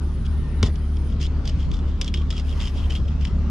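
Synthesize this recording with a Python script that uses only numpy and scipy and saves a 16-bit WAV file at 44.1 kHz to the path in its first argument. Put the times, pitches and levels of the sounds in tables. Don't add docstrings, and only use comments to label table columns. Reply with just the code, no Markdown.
import sys
import numpy as np
from scipy import signal
from scipy.io import wavfile
from scipy.ndimage import uniform_filter1d

SR = 44100
rng = np.random.default_rng(int(sys.argv[2]) if len(sys.argv) > 2 else 0)


def store_wav(level_fs):
    pcm = np.round(np.clip(np.atleast_2d(level_fs), -1, 1) * 32767)
    wavfile.write(sys.argv[1], SR, pcm.T.astype(np.int16))


N = 154350
T = np.arange(N) / SR

# time in seconds, relative level in dB,
# main ring of the blade in Hz, treble share in dB.
STROKES = [
    [(0.246, -62, 3250, -2), (0.257, -43.5, 3250, -2), (0.264, -40.5, 3220, 0), (0.275, -64, 3200, -2)],
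    [(0.638, -27, 3270, 1), (0.644, -37, 3300, -1.0), (0.666, -34.5, 3360, 5.5), (0.7, -62, 3430, 4),
     (0.71, -65, 3440, -1.0)],
    [(0.72, -70, 3320, -3), (0.752, -56, 3330, -3), (0.758, -47, 3320, -1.0), (0.784, -78, 3420, -1.0),
     (0.79, -71, 3420, -4)],
    [(0.93, -66, 3130, -1.0), (0.942, -55, 3140, 1), (0.948, -68, 3160, -1.0), (0.97, -56, 3230, 9),
     (0.982, -73, 3200, 2), (0.996, -63, 3190, -3), (1.0, -71, 3190, -1.0)],
    [(1.06, -71, 3230, -1.0), (1.072, -57, 3190, -1.0), (1.124, -47.5, 3180, -2), (1.156, -65, 3160, -1.0),
     (1.162, -55, 3110, -1.0), (1.17, -59, 3100, -1.0)],
    [(1.19, -55, 3280, -1.0), (1.214, -35.5, 3220, 3.5), (1.24, -39, 3140, 0), (1.268, -40.5, 3400, 1),
     (1.29, -72, 3400, -3)],
    [(1.44, -58, 3280, -1.0), (1.446, -54, 3280, -1.0), (1.456, -44, 3300, 4), (1.468, -46, 3300, -1.0),
     (1.476, -39, 3340, 7), (1.54, -60, 3290, 1)],
    [(1.56, -64, 3230, -3), (1.562, -65, 3220, -1.0), (1.596, -46.5, 3260, 1), (1.65, -46.5, 3250, -1.5),
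     (1.676, -57, 3150, -1.0), (1.682, -73, 3150, -1.0), (1.69, -59, 3140, -4)],
    [(1.7, -58, 3290, -3), (1.706, -61, 3300, -1.0), (1.716, -43, 3340, -4), (1.728, -53, 3350, -1.0),
     (1.742, -40.5, 3380, 2), (1.75, -49.5, 3400, 4), (1.81, -60, 3350, 0)],
    [(1.85, -62, 3270, -3), (1.864, -74, 3270, -1.0), (1.878, -49.5, 3250, 3.5), (1.926, -60, 3210, 1),
     (1.932, -71, 3220, -1.0), (1.94, -68, 3210, -1.0)],
    [(2.018, -37, 3340, -5), (2.028, -52, 3280, -8), (2.074, -43, 3230, 4), (2.086, -46, 3220, 0),
     (2.108, -68, 3220, 1), (2.12, -63, 3220, -1.0)],
    [(2.146, -36, 3320, -6), (2.154, -40.5, 3200, -4), (2.218, -44, 3160, -9), (2.27, -77, 3110, -1.0)],
    [(2.308, -32.5, 3210, 4.5), (2.318, -44, 3210, 2), (2.4, -39, 3240, -2), (2.43, -61, 3210, -3)],
    [(2.435, -60, 3050, -1.0), (2.463, -47, 3040, 0.5), (2.523, -43, 3200, -5), (2.547, -52, 3100, 3),
     (2.595, -49, 3100, 6), (2.6, -36, 3060, 3)],
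    [(2.606, -38.5, 3150, 2.5), (2.666, -40.5, 3060, 3), (2.672, -37.5, 3030, 2), (2.704, -46.5, 3000, 0),
     (2.73, -67, 3010, -1.0)],
    [(2.74, -52.5, 3150, 3), (2.778, -38.5, 3130, -4), (2.824, -45.5, 3170, -5), (2.846, -40.5, 3080, -10),
     (2.866, -51, 3100, -4), (2.89, -55, 3120, -1.0)],
    [(2.897, -43, 3060, -1.0), (2.908, -36, 3060, -2), (2.949, -42.5, 3110, 0), (2.958, -35, 3170, -4),
     (3.017, -61, 3220, 1), (3.02, -59, 3200, 3)],
    [(3.05, -48, 3250, -4), (3.074, -65, 3190, -3), (3.082, -44, 3160, -8), (3.104, -56, 3140, -2),
     (3.114, -50.5, 3210, -8), (3.156, -74, 3160, 2), (3.16, -61, 3130, -1.0)],
    [(3.19, -72, 3150, -5), (3.212, -40.5, 3090, 0), (3.244, -46, 3020, -1), (3.252, -39.5, 3050, 11),
     (3.264, -52, 3000, 3), (3.27, -42, 3070, 0), (3.33, -61, 3170, -1.0)],
]


def amp(db):
    return 10 ** (np.asarray(db) / 20)


def even(x):
    return x / np.sqrt(np.mean(x ** 2) + 1e-20)


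def read(points, hz):
    f, value = np.transpose(points)
    return np.interp(np.log(hz + 1), np.log(f + 1), value)


def curve(rows, column=1):
    rows = np.array(rows)
    inside = 1. * ((T > rows[0, 0]) & (T < rows[-1, 0]))
    return uniform_filter1d(inside, size=150) * amp(np.interp(T, rows[:, 0], rows[:, column]))


def resonate(x, hz, width):
    r = np.exp(-np.pi * width / SR)
    zeros = [(1 - r * r) / 2, 0, -(1 - r * r) / 2]
    poles = [1, -2 * r * np.cos(2 * np.pi * hz / SR), r * r]
    return signal.lfilter(zeros, poles, x)


def ring(modes):
    t = T[:8192]
    out = 0
    for k, (hz, db, t60) in enumerate(modes):
        decay = amp(db - 60 * t / t60)
        out = out + (-1) ** k * decay * np.sin(2 * np.pi * hz * t)
    return out


def strike(x, hz, db, t60):
    turn = np.exp(2j * np.pi * np.cumsum(hz * np.ones(N)) / SR)
    decaying = signal.lfilter([1], [1, -amp(-60 / (t60 * SR))], x / turn)
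    return amp(db) * (turn * decaying).imag


def slow(hz):
    rates = np.geomspace(.2, hz, num=16)
    return even(sum(np.sin(2 * np.pi * (f * T + rng.random())) / np.sqrt(f) for f in rates))


def pan(x, db):
    return x * amp([[db / 2], [-db / 2]])


def drone():
    motor_hz, second_hz, third_hz = 37.35, 71.5, 259.3
    beat_top_s = .02
    waver_db, high_waver_db = .4, 2.5
    # multiple of the motor rate, level in dB.
    orders = [(1, -28), (2, -33.5), (4, -40), (5, -44.5), (6, -45), (8, -54), (10, -53), (11, -58.5)]
    t = T - beat_top_s
    out = amp(-24 + waver_db * slow(2.4)) * np.cos(2 * np.pi * second_hz * t)
    out = out + amp(-48 + high_waver_db * slow(17.0)) * np.cos(2 * np.pi * third_hz * t)
    for k, db in orders:
        order_waver_db = (waver_db if k < 3 else high_waver_db) * slow(6.)
        phase = (k != 2) * rng.random()
        out = out + amp(db + order_waver_db) * np.cos(2 * np.pi * k * motor_hz * t + phase)
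    return pan(np.sqrt(2) * out, 0.48)


def air():
    level_db, patch_db, rumble_top_hz = -27.5, 2.23, 450
    # frequency in Hz, relative density in dB per Hz.
    density = [(15, -25.5), (25, -0.5), (45, -9.5), (58, -1), (75, -5.5), (90, -8), (110, -12.5),
               (135, -10), (180, -15), (240, -18), (320, -24.5), (420, -29), (520, -31.5), (750, -36.5),
               (1200, -35), (1660, -43), (2980, -46), (5500, -51.5), (8200, -62.5), (10000, -62),
               (11000, -91), (12500, -106), (16000, -125)]
    # frequency in Hz, left-right likeness from 0 to 1.
    likeness = [(30, 0.58), (70, 0.98), (180, 1), (550, 0.84), (1650, 0.6), (5000, .35), (12000, .05)]
    # frequency in Hz, left minus right in dB.
    balance = [(60, 1.5), (180, 1.5), (550, 1.5), (1650, 5), (4970, 1), (15000, 6)]
    # time in seconds, swell of the rumble in dB, swell of the wash in dB.
    swells = [(0, 0, -0.5), (.3, 0.5, -1), (.6, 1.5, 0.), (.9, -0.5, -2.5), (1.2, 0., 0), (1.5, 2, .5),
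              (1.8, 1, 0), (2.1, -2.5, -1.5), (2.4, -1.5, 0), (2.7, -1, 0.5), (3.0, 3, .5),
              (3.25, 0.5, -0.5), (3.5, 1, 1)]
    frames, hz = N // 512 + 6, np.fft.rfftfreq(2048, 1 / SR)
    a, b, c, d, patches = rng.standard_normal((frames, 1025, 5)).T
    patches = uniform_filter1d(patches, size=16, axis=0)
    patches = even(uniform_filter1d(patches, size=6, axis=1))
    same = np.clip(read(likeness, hz), -1, 1)[:, None]
    left = a + 1j * b
    right = same * left + np.sqrt(1 - same ** 2) * (c + 1j * d)
    z = np.array([left, right]) * amp(read(density, hz)[:, None] + patch_db * patches)
    s, low_db, high_db = np.transpose(swells)
    at = (np.arange(frames) * 512 - 512) / SR
    low = 1 / (1 + (hz[:, None] / rumble_top_hz) ** 3)
    z = z * amp(low * np.interp(at, s, low_db) + (1 - low) * np.interp(at, s, high_db))
    z = z * amp(np.outer([.5, -.5], read(balance, hz)))[:, :, None]
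    sound = signal.istft(z, nperseg=2048, noverlap=1536)[1][:, 512:N + 512]
    return amp(level_db) * even(sound)


def wind():
    hz, width_hz = 46.4, 44
    # time in seconds, level in dB.
    gusts = [(0.0, -39), (0.17, -60), (0.39, -23), (0.43, -39), (0.54, -43), (1.61, -52), (1.71, -16.5),
             (1.94, -59), (2.08, -40), (2.3, -44), (2.41, -37), (3.08, -43), (3.44, -41), (3.5, -45)]
    n = rng.standard_normal((3, N))
    n = n[:2] + 0.34 * n[2]
    lumps = resonate(resonate(n, hz, width_hz), hz, width_hz)
    return curve(gusts) * even(lumps)


def thin_hiss():
    # time in seconds, relative level in dB.
    levels = [(2.42, -75), (2.476, -64.5), (2.544, -66), (2.826, -68.5), (2.966, -65), (3.03, -85)]
    band = signal.butter(6, [8200, 12900], "band", fs=SR, output="sos")
    noise = even(signal.sosfilt(band, rng.standard_normal((2, N))))
    return curve(levels) * noise * amp(7.5)


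def narrow_tone():
    start_hz, sag_hz_per_s, waver_hz = 1850, 70, 10
    # time in seconds, level in dB.
    levels = [(0.29, -68), (0.33, -59), (0.4, -62), (0.46, -54.5), (0.52, -63), (0.56, -59), (0.62, -63)]
    waver = even(uniform_filter1d(rng.standard_normal(N), size=600))
    hz = start_hz - sag_hz_per_s * T + waver_hz * waver
    tone = np.sqrt(2) * np.sin(2 * np.pi * np.cumsum(hz) / SR)
    return pan(curve(levels) * tone, 3.7)


def trill():
    end_s, scrapes_per_s = 1.12, 72.3
    scrape_depth, double_depth = .6, .55
    centres = [8750, 9000, 9300, 9480, 9670, 9810, 9920, 14200]
    # width in Hz, relative level in dB.
    wings = [(150, -81), (100, -77), (60, -67), (100, -68), (80, -66.5), (58, -66.5), (100, -65),
             (120, -76)]
    turn = 2 * np.pi * scrapes_per_s * T
    scrape = np.exp(scrape_depth * np.cos(turn) + double_depth * np.cos(2 * turn))
    n = scrape * rng.standard_normal((2, N))
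    n = n + 0.6 * n[::-1]
    sound = 0
    for hz, (width, db) in zip(centres, wings):
        sound = sound + amp(db) * even(resonate(resonate(n, hz, width), hz, 0.79 * width))
    return pan(1, 5.6) * sound * uniform_filter1d(1. * (T < end_s), size=600)


def rub():
    # time in seconds, relative level in dB.
    creak = [(2.52, -50), (2.614, -38), (2.712, -60), (2.718, -70), (2.74, -53)]
    # frequency in Hz, width in Hz, relative level in dB.
    lid = [(1010, 280, -6), (2010, 210, -10.5)]
    n = rng.standard_normal(N)
    sound = sum(amp(db) * even(resonate(resonate(n, hz, w), hz, w)) for hz, w, db in lid)
    return pan(curve(creak) * sound, 3.9)


def knock():
    knock_s, push_s = .6285, .0025
    rattle_s, rattle_db, rattle_fade_db = 0.081, -34.5, -3.5
    crack_db, crack_rise_s, crack_s = -17.5, .0006, 0.0034
    # frequency in Hz, relative level in dB, 60 dB decay time in seconds.
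    lid = [(79.5, -8.5, 0.082), (111, -16, 0.081), (171, -23.5, 0.033), (238.5, -17.5, 0.065),
           (305, -25, 0.038), (390, -17, 0.044), (493, -17.5, 0.036), (630, -17.5, 0.019),
           (786, -21, 0.018), (1050, -19, 0.022), (1490, -22, 0.009), (1940, -14.5, 0.013),
           (2500, -23, 0.0058)]
    t = T - knock_s
    rattle = amp(rattle_db + rattle_fade_db * np.clip(t / rattle_s, 0, 1))
    rattle = rattle * rng.standard_normal(N) * (rng.random(N) < .3)
    rattle = rattle * (t > 0) * np.clip((rattle_s - t) / 0.018, 0, 1)
    rattle = signal.sosfilt(signal.butter(2, 1300, fs=SR, output="sos"), rattle)
    contacts = 0.25 + rng.standard_normal(N) * (rng.random(N) < .1)
    push = (t > 0) * np.exp(-np.abs(t) / push_s) * contacts
    boom = signal.oaconvolve(rattle + amp(-17.0) * push, ring(lid))[:N]
    boom = signal.sosfilt(signal.butter(2, 60, "high", fs=SR, output="sos"), boom)
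    band = signal.butter(3, [450, 5500], "band", fs=SR, output="sos")
    crack = even(signal.sosfilt(band, rng.standard_normal(N)))
    crack = amp(crack_db) * crack * np.clip(t / crack_rise_s, 0, 1) * np.exp(-(t / crack_s) ** 2)
    return pan(crack + boom, .8)


def saw_slips(noise):
    slips_per_s, spread_db = 2500, 1.5
    sizes = amp(spread_db * np.minimum(rng.exponential(1, N), 3))
    slips = (rng.random(N) < slips_per_s / SR) * rng.standard_normal(N) * sizes
    clumps = amp(2.3 * even(uniform_filter1d(rng.standard_normal(N), size=120)))
    slips = even(even(slips * clumps) + 0.69 * noise) * amp(-3.5)
    body = sum(curve(s) for s in STROKES)
    bright = sum(curve(s) * curve(s, column=3) for s in STROKES)
    return np.array([slips * body, slips * bright, slips * bright])


def bone_snaps():
    tail_s, tail_db = 0.015, -18
    # time in seconds, relative level in dB, crackle time constant in ms,
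    # upper ring in dB, treble in dB, left minus right in dB.
    snaps = [(0.6292, -16, 4.3, 3, -15, 2.5), (0.6655, -33, 2.7, -6, -4, 3),
             (0.7567, -32, 3.6, -1, -15, -6), (0.9688, -38.5, 3, 2, -8, -4), (1.2035, -35, 1.5, 0, -4, 0),
             (1.2094, -31, 1.5, -1, -3, 0), (1.2150, -36, 1.6, -1, -4.0, 0.0), (1.2190, -30, 1.5, 1, -4, 2),
             (1.2538, -24.5, 2, -5, -4, 1), (1.2283, -24, 2.2, 5, -6, 3), (1.2478, -29, 2.5, -7, -2, -1),
             (1.265, -33.5, 1.9, 3, -9, 2), (1.4549, -31, 2.6, 5, -4.0, 1), (1.476, -28, 2.8, 7.5, -9, 0),
             (1.4946, -27, 3.5, 1.5, -10, 0.5), (1.7155, -29, 2.1, 2, -3, -0.5),
             (1.738, -32.5, 2.5, 1, -4.0, -5), (1.7669, -38.5, 2.8, 2, -7, -2),
             (1.79, -37.5, 2.5, -2, -6, 1.5), (2.0138, -8, 1.16, 0.5, -5, -3),
             (2.0172, -18.5, 2.4, 2, 1, 3), (2.0447, -32, 2.9, 13, -4.0, -1), (2.062, -32, 2.5, 2, -4.0, 1),
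             (2.0790, -14, 1.1, -8, -9, 0), (2.0837, -24.5, 1.6, -3, -4.0, 4),
             (2.1409, -12.5, 1.2, -3.5, -5, 0), (2.1445, -21.5, 2.5, -2, -5, -2),
             (2.3044, -20, 2.6, 0, 1, 4), (2.31, -26.5, 2.2, 4.5, -4.0, -1),
             (2.3261, -26, 2.7, -9, -4.0, -3), (2.367, -30, 2.5, -5, -4.0, 0.0),
             (2.379, -27.5, 3.2, 5, -9, -2), (2.3976, -29, 2.7, 5, -4.0, -3),
             (2.6028, -21.5, 2.7, -4.5, 0, 1), (2.6125, -21.5, 3.5, -4, 1, 1),
             (2.6216, -25, 3.6, -6, -4.0, 1.5), (2.6308, -27, 2.5, -5, -4, 1), (2.642, -32, 3.5, -2, -1, 1),
             (2.653, -29, 4.5, -7, -2, 3), (2.6723, -23.5, 2.5, -6, 1, 3), (2.6790, -29, 4.3, -4, -4.0, -1),
             (2.7751, -30, 2.1, -5, -7, 0.5), (2.903, -25.5, 2.2, -5, -6, -5),
             (2.9060, -20.5, 3, -7, -10, 1), (2.952, -20, 2.2, -6, -6, 1.0), (2.9615, -29, 3, -9, -6, 1),
             (3.211, -36.5, 2.2, 4, 0, -3), (3.2512, -18.5, 2.5, -6.5, 1, 3),
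             (3.272, -33, 2.5, -8, -4.0, 3)]
    drive = np.zeros((3, 2, N))
    t = T[:3000]
    crackles = np.sign(rng.standard_normal((len(snaps), 3, 3000)))
    crackles[:, 0, 0] = 3.
    for (s, db, ms, upper_db, treble_db, pan_db), n in zip(snaps, crackles):
        shape = np.exp(-(1000 * t / ms) ** 2) + amp(tail_db) * np.exp(-t / tail_s)
        burst = pan(shape * (n[0] + .5 * n[1:]), pan_db) * amp(db - 10.5)
        i = round(s * SR)
        drive[:, :, i:i + 3000] += burst * amp([0, upper_db, treble_db])[:, None, None]
    return drive


def blade_bend(noise):
    main_hz, shiver = 3220, .025
    rows = np.concatenate(STROKES)
    bend = uniform_filter1d(np.interp(T, rows[:, 0], rows[:, 2]), size=800) / main_hz
    return bend * (1 + shiver * even(uniform_filter1d(noise, size=250)))


def knife():
    upper_hz, treble_hz = 4000, 6300
    # frequency in Hz, relative level in dB, 60 dB decay time in seconds.
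    modes = [(1200, -9.5, 0.014), (2080, -35, 0.0066), (2230, -21.5, 0.037), (2980, -4, 0.021),
             (3302, 6, 0.014), (3626, -1, 0.0088), (4140, -4.5, 0.0074), (4635, -7, 0.017),
             (4960, -1, 0.01), (5370, -5, 0.015), (6090, -14.5, 0.028), (6500, -9.5, 0.01),
             (6900, -26, 0.015), (9180, -35, .003), (10500, -40, 0.004)]
    noise = rng.standard_normal((2, N))
    drive = saw_slips(noise) + bone_snaps()
    bend = blade_bend(noise[0])
    out = 0
    for hz, db, t60 in modes:
        part = int(hz > upper_hz) + int(hz > treble_hz)
        out = out + strike(drive[part], hz * (bend if hz < upper_hz else 1), db, t60)
    thin = signal.butter(2, 1720, "high", fs=SR, output="sos")
    return signal.sosfilt(thin, out) / np.linalg.norm(ring(modes))


def scene():
    return drone() + air() + wind() + thin_hiss() + narrow_tone() + trill() + rub() + knock() + knife()


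def record(dry):
    mic_hz, edge_hz = 8900, 15800
    faded = dry * np.minimum(T / .01, 1)
    late = np.array([np.roll(faded[0], 1), faded[1]])
    dull = signal.sosfilt(signal.butter(2, mic_hz, fs=SR, output="sos"), late)
    band_limit = signal.firwin(511, edge_hz, window=("kaiser", 9), fs=SR)
    return signal.oaconvolve(dull, band_limit[None], "same")


dry = scene()
out = record(dry)
store_wav(out)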